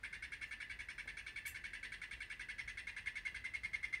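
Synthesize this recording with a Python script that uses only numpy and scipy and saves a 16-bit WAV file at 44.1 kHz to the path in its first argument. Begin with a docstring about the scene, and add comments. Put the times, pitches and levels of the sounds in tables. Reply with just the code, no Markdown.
"""In a planted glass tank a small frog trills, about ten notes a second.
Each note is a pulsed rasp that rings the throat's resonances, with a whistle of the vocal sac that
swells three times over a rising lower partial; reflections from the glass walls ring on after it.
A low hum, rumble and faint hiss lie beneath, with a brief rustle, one soft knock and three ticks."""
import sys
import numpy as np
from scipy import signal
from scipy.fft import rfft, irfft, next_fast_len
from scipy.io import wavfile
from scipy.ndimage import map_coordinates

SR = 44100
rng = np.random.default_rng(int(sys.argv[2]) if len(sys.argv) > 2 else 0)


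def output_pcm(signal):
    """Save a mono or channel-first signal as 16-bit PCM at the path in sys.argv[1].

    Samples are clipped to [-1, 1] before scaling.
    """
    pcm = np.clip(np.atleast_2d(signal).T, -1, 1) * 32767
    wavfile.write(sys.argv[1], SR, np.round(pcm).astype(np.int16))


N = 176400
T = np.arange(SR // 12) / SR  # time within one note or tick [s]

# Notes of the trill (onset [s], relative level of the sac's first, second, third swell [dB])
TRILL_NOTES = [(0.032, -50.5, -46.5, -44), (0.127, -45, -51, -49), (0.223, -45, -52, -45),
               (0.318, -47, -47, -48), (0.412, -46.5, -47, -41), (0.509, -47, -48, -48),
               (0.601, -46.5, -53, -43), (0.696, -46.5, -47.5, -48), (0.789, -47, -46.5, -68),
               (0.885, -44, -55, -68), (0.979, -48.5, -50, -43), (1.074, -46.5, -51, -47),
               (1.169, -46, -59, -45), (1.263, -45.5, -53, -49), (1.358, -44, -48, -41.5),
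               (1.452, -44, -45, -65), (1.544, -50, -48.5, -53), (1.638, -46, -46, -54.5),
               (1.731, -46.5, -58, -64), (1.828, -45, -60, -64), (1.919, -45, -73, -75),
               (2.015, -46, -56, -52), (2.109, -46.5, -57, -53), (2.203, -46, -47.5, -51),
               (2.298, -47, -48.5, -51), (2.393, -48.5, -53, -58), (2.485, -49, -46.5, -72),
               (2.581, -50, -43.5, -72), (2.676, -44.5, -68, -57), (2.772, -44.5, -60, -66),
               (2.869, -43, -72, -48.5), (2.963, -47.5, -60, -68), (3.058, -51, -38.5, -61),
               (3.154, -46.5, -43, -71), (3.25, -45.5, -40, -51), (3.344, -45, -51, -60),
               (3.44, -49, -42.5, -54), (3.536, -44.5, -39.5, -62), (3.633, -46, -38.5, -48),
               (3.731, -44, -36, -45), (3.828, -43.5, -37.5, -52), (3.926, -41.5, -36, -54)]
# Slow drift (time [s], sac pitch [Hz], lower partial's start [Hz], its gain [dB], rasp gain [dB])
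TRILL_DRIFT = [(0, 2209, 1534, -51, -1.04), (1.3, 2226, 1548, -51.5, -0.4), (2.4, 2207, 1565, -51.5, 0.5),
               (3.4, 2146, 1551, -52, 0.05), (4, 2131, 1590, -64, -0.8)]


def frog(grain_renewal=0.33, echo_renewal=0.24, whistle_echo_db=-5):
    """Superposition: whistle, partial and rasp add into a note, convolved with the tank's response."""
    out = np.zeros(N)
    grain, tail = rng.standard_normal(len(T)), tank_response()
    times, *controls = np.transpose(TRILL_DRIFT)
    usual_db = np.mean([max(row[1:]) for row in TRILL_NOTES])
    for onset, *levels in TRILL_NOTES:
        sac_hz, lower_hz, lower_db, rasp_db = [np.interp(onset, times, c) for c in controls]
        grain = blend(grain, rng.standard_normal(len(T)), grain_renewal)
        tail = blend(tail, tank_response(), echo_renewal)
        extra_db = max(levels) - usual_db
        effort = amp(rasp_db + .2 * extra_db)  # the rasp grows with the whistle
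        echo_gain = amp(whistle_echo_db - .5 * extra_db)  # louder whistles are drier
        whistle = vocal_sac(sac_hz, levels)
        body = amp(lower_db) * lower_partial(lower_hz) + effort * rasp(grain)
        add(out, onset, whistle + body)
        add(out, onset, signal.fftconvolve(echo_gain * whistle + body, tail))
    return out


# Swells of the sac within a note (centre [s], half width [s], gain [dB])
SAC_SWELLS = [(.0065, .0042, 1), (0.0173, 0.0048, 2.5), (0.029, 0.0036, -1.5)]


def vocal_sac(hz, levels, scatter=0.0087, bend_hz=47.3, octave_db=-34.5):
    """Amplitude and frequency modulation: a nearly pure whistle swells three times, bending upward."""
    out = np.zeros(len(T))
    for (centre, width, gain_db), db in zip(SAC_SWELLS, levels):
        u = (T - centre) / width
        pitch = hz * (1 + scatter * rng.normal()) + bend_hz * np.tanh(u)
        phase = 2 * np.pi * (np.cumsum(pitch) / SR + rng.random())
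        swell = np.exp(-u * u / 2 * np.sqrt(1 + u * u))
        out += amp(db + gain_db) * swell * (np.sin(phase) + amp(octave_db) * np.sin(2 * phase))
    return np.sqrt(2) * out


# Envelope of the lower partial (time [s], relative level [dB])
LOWER_ENVELOPE = [(0, -14), (.004, 1), (.009, 0.5), (.014, -10), (.022, -1.5), (.032, -7), (.04, -28)]


def lower_partial(hz, rise_hz_per_s=7110, roughness=0.81, flutter_rate=300):
    """Random modulation of amplitude and phase spreads a rising tone into a rough, narrow band."""
    phase = 2 * np.pi * np.cumsum(hz + rise_hz_per_s * T) / SR
    flutter = wobble(flutter_rate, len(T)) + 1j * wobble(flutter_rate, len(T))
    tone = np.imag((1 + roughness * flutter) * np.exp(1j * phase))
    return envelope(LOWER_ENVELOPE) * unit(tone)


# Envelope of the rasp (time [s], relative level [dB])
RASP_ENVELOPE = [(0, -29), (.001, 1), (.014, 2.5), (.029, 2.5), (.036, -8), (.05, -21)]
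# Broad response of the throat (frequency [Hz], gain [dB])
THROAT_RESPONSE = [(500, -20), (780, -32), (1020, -20), (1220, -2.5), (1650, 5.5), (2100, 10), (2750, -4),
                   (3050, -8), (3400, -8), (4300, -9), (4950, -8), (6200, -23.5), (7000, -14),
                   (7800, -14.5), (8600, -9), (9400, -11), (10100, -23), (12000, -34)]
# Throat resonances (frequency [Hz], half width [Hz], relative level [dB], peak time [s])
THROAT_FORMANTS = [(1007, 102, -71.5, 0.025), (1770, 53, -60.5, 0.031), (2398, 196, -58.5, .025),
                   (2685, 107, -57.5, 0.031), (2852, 60, -62.5, 0.035), (3307, 144, -62.5, 0.019),
                   (3520, 116, -63, 0.022), (4004, 160, -67, 0.017), (4414, 460, -65.5, 0.02),
                   (5090, 73, -72.5, 0.011), (5374, 160, -70, 0.024), (5980, 570, -68, 0.015),
                   (9070, 226, -69.5, 0.017)]


def rasp(grain, pulse_hz=546.1, depth=0.51, jitter=0.13, broad_db=-56, swell_s=.011):
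    """Source and filter: unevenly pulsed noise is coloured by the throat and rings its formants."""
    rate = pulse_hz * (1 + jitter * wobble(306, len(T)))
    pulses = grain * (1 + depth * np.cos(2 * np.pi * np.cumsum(rate) / SR))
    out = amp(broad_db) * envelope(RASP_ENVELOPE) * unit(coloured(pulses, THROAT_RESPONSE))
    attack = 1 - np.exp(-T / 0.00033)
    for hz, width, db, peak_s in THROAT_FORMANTS:
        centre = hz * (1 + 0.0067 * rng.normal())  # pitch and level scatter between notes
        gain = amp(db + 1.63 * rng.normal())
        ring = unit(filtered(pulses, lambda f: 1 / (1 + 1j * (f - centre) / width) ** 2))
        swell = np.exp(-((T - peak_s) / swell_s) ** 2 / 2) * attack
        formant = swell * ring
        out += gain * formant * np.linalg.norm(swell) / np.linalg.norm(formant)
    return out


# Reverberation time of the tank (frequency [Hz], time to fall 60 dB [s])
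TANK_DECAY = [(200, 0.33), (1000, 0.27), (1900, 0.3), (3000, 0.29), (5000, 0.21), (9000, 0.19),
              (15000, 0.1)]
# Colour of the tank's echo (frequency [Hz], gain [dB])
TANK_SPECTRUM = [(200, 2), (1400, -11), (1850, -1), (2020, 7), (2200, -12), (2500, -2), (2800, -7.5),
                 (3500, -4.5), (9000, -5), (15000, 7)]


def tank_response(gain_db=-1.5, delay_s=.006):
    """Reverberation: dense reflections from the glass die away, each frequency at its own rate."""
    hz, t, spectra = signal.stft(rng.standard_normal(SR // 3), SR, nperseg=256)
    decay = amp(-60 * t / along(TANK_DECAY, hz)[:, None])
    _, tail = signal.istft(spectra * decay, SR, nperseg=256)
    tail = coloured(tail / np.linalg.norm(tail), TANK_SPECTRUM)
    return amp(gain_db) * np.pad(tail, (round(delay_s * SR), 0))


# Cluster of ticks (time [s], level [dB])
TICK_EVENTS = [(1.4616, -48.5), (1.468, -48.5), (1.4786, -46)]
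# Spectrum of a tick (frequency [Hz], relative level [dB])
TICK_SPECTRUM = [(2000, -33), (5700, -6), (7000, -7), (8300, 2), (10000, -5), (13000, -5), (15500, -19)]


def ticks(t60_s=0.034, echo_gain_db=3):
    """Impulsive excitation: bright, fast-decaying bursts set off the tank's reverberation."""
    out = np.zeros(N)
    for onset, db in TICK_EVENTS:
        tick = amp(db - 60 * T / t60_s) * noise(TICK_SPECTRUM, len(T))
        add(out, onset, tick)
        add(out, onset, amp(echo_gain_db) * signal.fftconvolve(tick, tank_response()))
    return out


# Spectrum of the knock (frequency [Hz], relative level [dB])
KNOCK_SPECTRUM = [(40, -15), (90, 3), (200, 1), (450, 2.5), (650, -5), (1100, 5), (1400, -14), (3000, -32)]


def knock(onset_s=1.056, gain_db=-60.5, attack_s=0.0023, t60_s=0.25):
    """Exponential damping: one soft, dull burst of noise rises quickly and dies away."""
    t = np.maximum(np.arange(N) / SR - onset_s, 0)
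    attack = 1 - np.exp(-t / attack_s)
    return amp(gain_db - 60 * t / t60_s) * attack * noise(KNOCK_SPECTRUM, N)


# Spectrum of the rustle (frequency [Hz], relative level [dB])
RUSTLE_SPECTRUM = [(4000, -25), (6000, -5), (6800, 3), (7600, -8), (10500, -10), (11700, -4), (12600, -11),
                   (15500, -12)]


def rustle(centre_s=.49, width_s=.022, peak_db=-77):
    """High noise under a Gaussian envelope has no sharp onset and is heard as a brief rustle."""
    u = (np.arange(N) / SR - centre_s) / width_s
    return amp(peak_db) * np.exp(-u * u / 2) * noise(RUSTLE_SPECTRUM, N)


# Spectrum of the rumble (frequency [Hz], relative level [dB])
RUMBLE_SPECTRUM = [(20, -29), (32, -9.5), (42, -5), (62, 0.5), (80, -5.5), (110, -8), (170, -22),
                   (400, -51)]
# Spectrum of the hiss (frequency [Hz], relative level [dB])
HISS_SPECTRUM = [(100, -6.5), (160, 1), (260, -1), (400, -4.5), (650, -10), (1100, -8), (2000, -6),
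                 (4000, -16), (8000, -27.5), (12000, -29), (15500, -34.5)]


def background(hum_hz=43.9, hum_db=-70.5, rumble_db=-65, hiss_db=-68):
    """Noise floor: slow random modulation makes a hum and a rumble waver under steady hiss."""
    hum = np.sin(2 * np.pi * hum_hz * np.arange(N) / SR + 0.43 * wobble(4.16, N))
    hum = unit(hum * amp(3 * wobble(2.2, N)))
    rumble = amp(rumble_db + 1.34 * wobble(11, N)) * noise(RUMBLE_SPECTRUM, N)
    return amp(hum_db) * hum + rumble + amp(hiss_db) * noise(HISS_SPECTRUM, N)


def amp(db):
    """Decibels to amplitude ratio."""
    return 10 ** (np.asarray(db) / 20)


def unit(x):
    """Normalisation to rms 1."""
    return x / np.sqrt(np.mean(x ** 2) + 1e-20)


def along(points, hz):
    """Interpolation of (frequency [Hz], value) points on a log axis."""
    f, v = np.transpose(points)
    return np.interp(np.log(hz + 1), np.log(f + 1), v)


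def filtered(x, response):
    """Linear filtering: the spectrum times a frequency response."""
    m = next_fast_len(len(x) + 8192)
    return irfft(rfft(x, m) * response(np.fft.rfftfreq(m, 1 / SR)), m)[:len(x)]


def coloured(x, spectrum):
    """Spectral shaping by (frequency [Hz], gain [dB]) points."""
    return filtered(x, lambda hz: amp(along(spectrum, hz)))


def noise(spectrum, size):
    """Coloured noise of rms 1."""
    return unit(coloured(rng.standard_normal(size), spectrum))


def wobble(rate, size):
    """A smooth random curve, rate knots a second."""
    knots = rng.standard_normal(int(size * rate / SR) + 4)
    return map_coordinates(knots, [np.arange(size) * rate / SR])


def blend(old, new, share):
    """Equal-power mix of two uncorrelated signals."""
    return np.sqrt(1 - share) * old + np.sqrt(share) * new


def envelope(points):
    """Envelope through (time [s], level [dB]) points, silent after the last."""
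    return amp(np.interp(T, *np.transpose(points), right=-np.inf))


def add(track, onset_s, sound):
    """Superpose a sound on the track."""
    part = track[round(onset_s * SR):][:len(sound)]
    part += sound[:len(part)]


def scene():
    """Superposition: the pressures of all sources add at one microphone."""
    return (frog() + ticks() + knock() + rustle() + background())[None]


def record(dry):
    """Band limiting: an ideal low-pass filter removes the highest treble."""
    return np.array([filtered(channel, lambda hz: hz < 15700) for channel in dry])


dry = scene()
out = record(dry)
output_pcm(out)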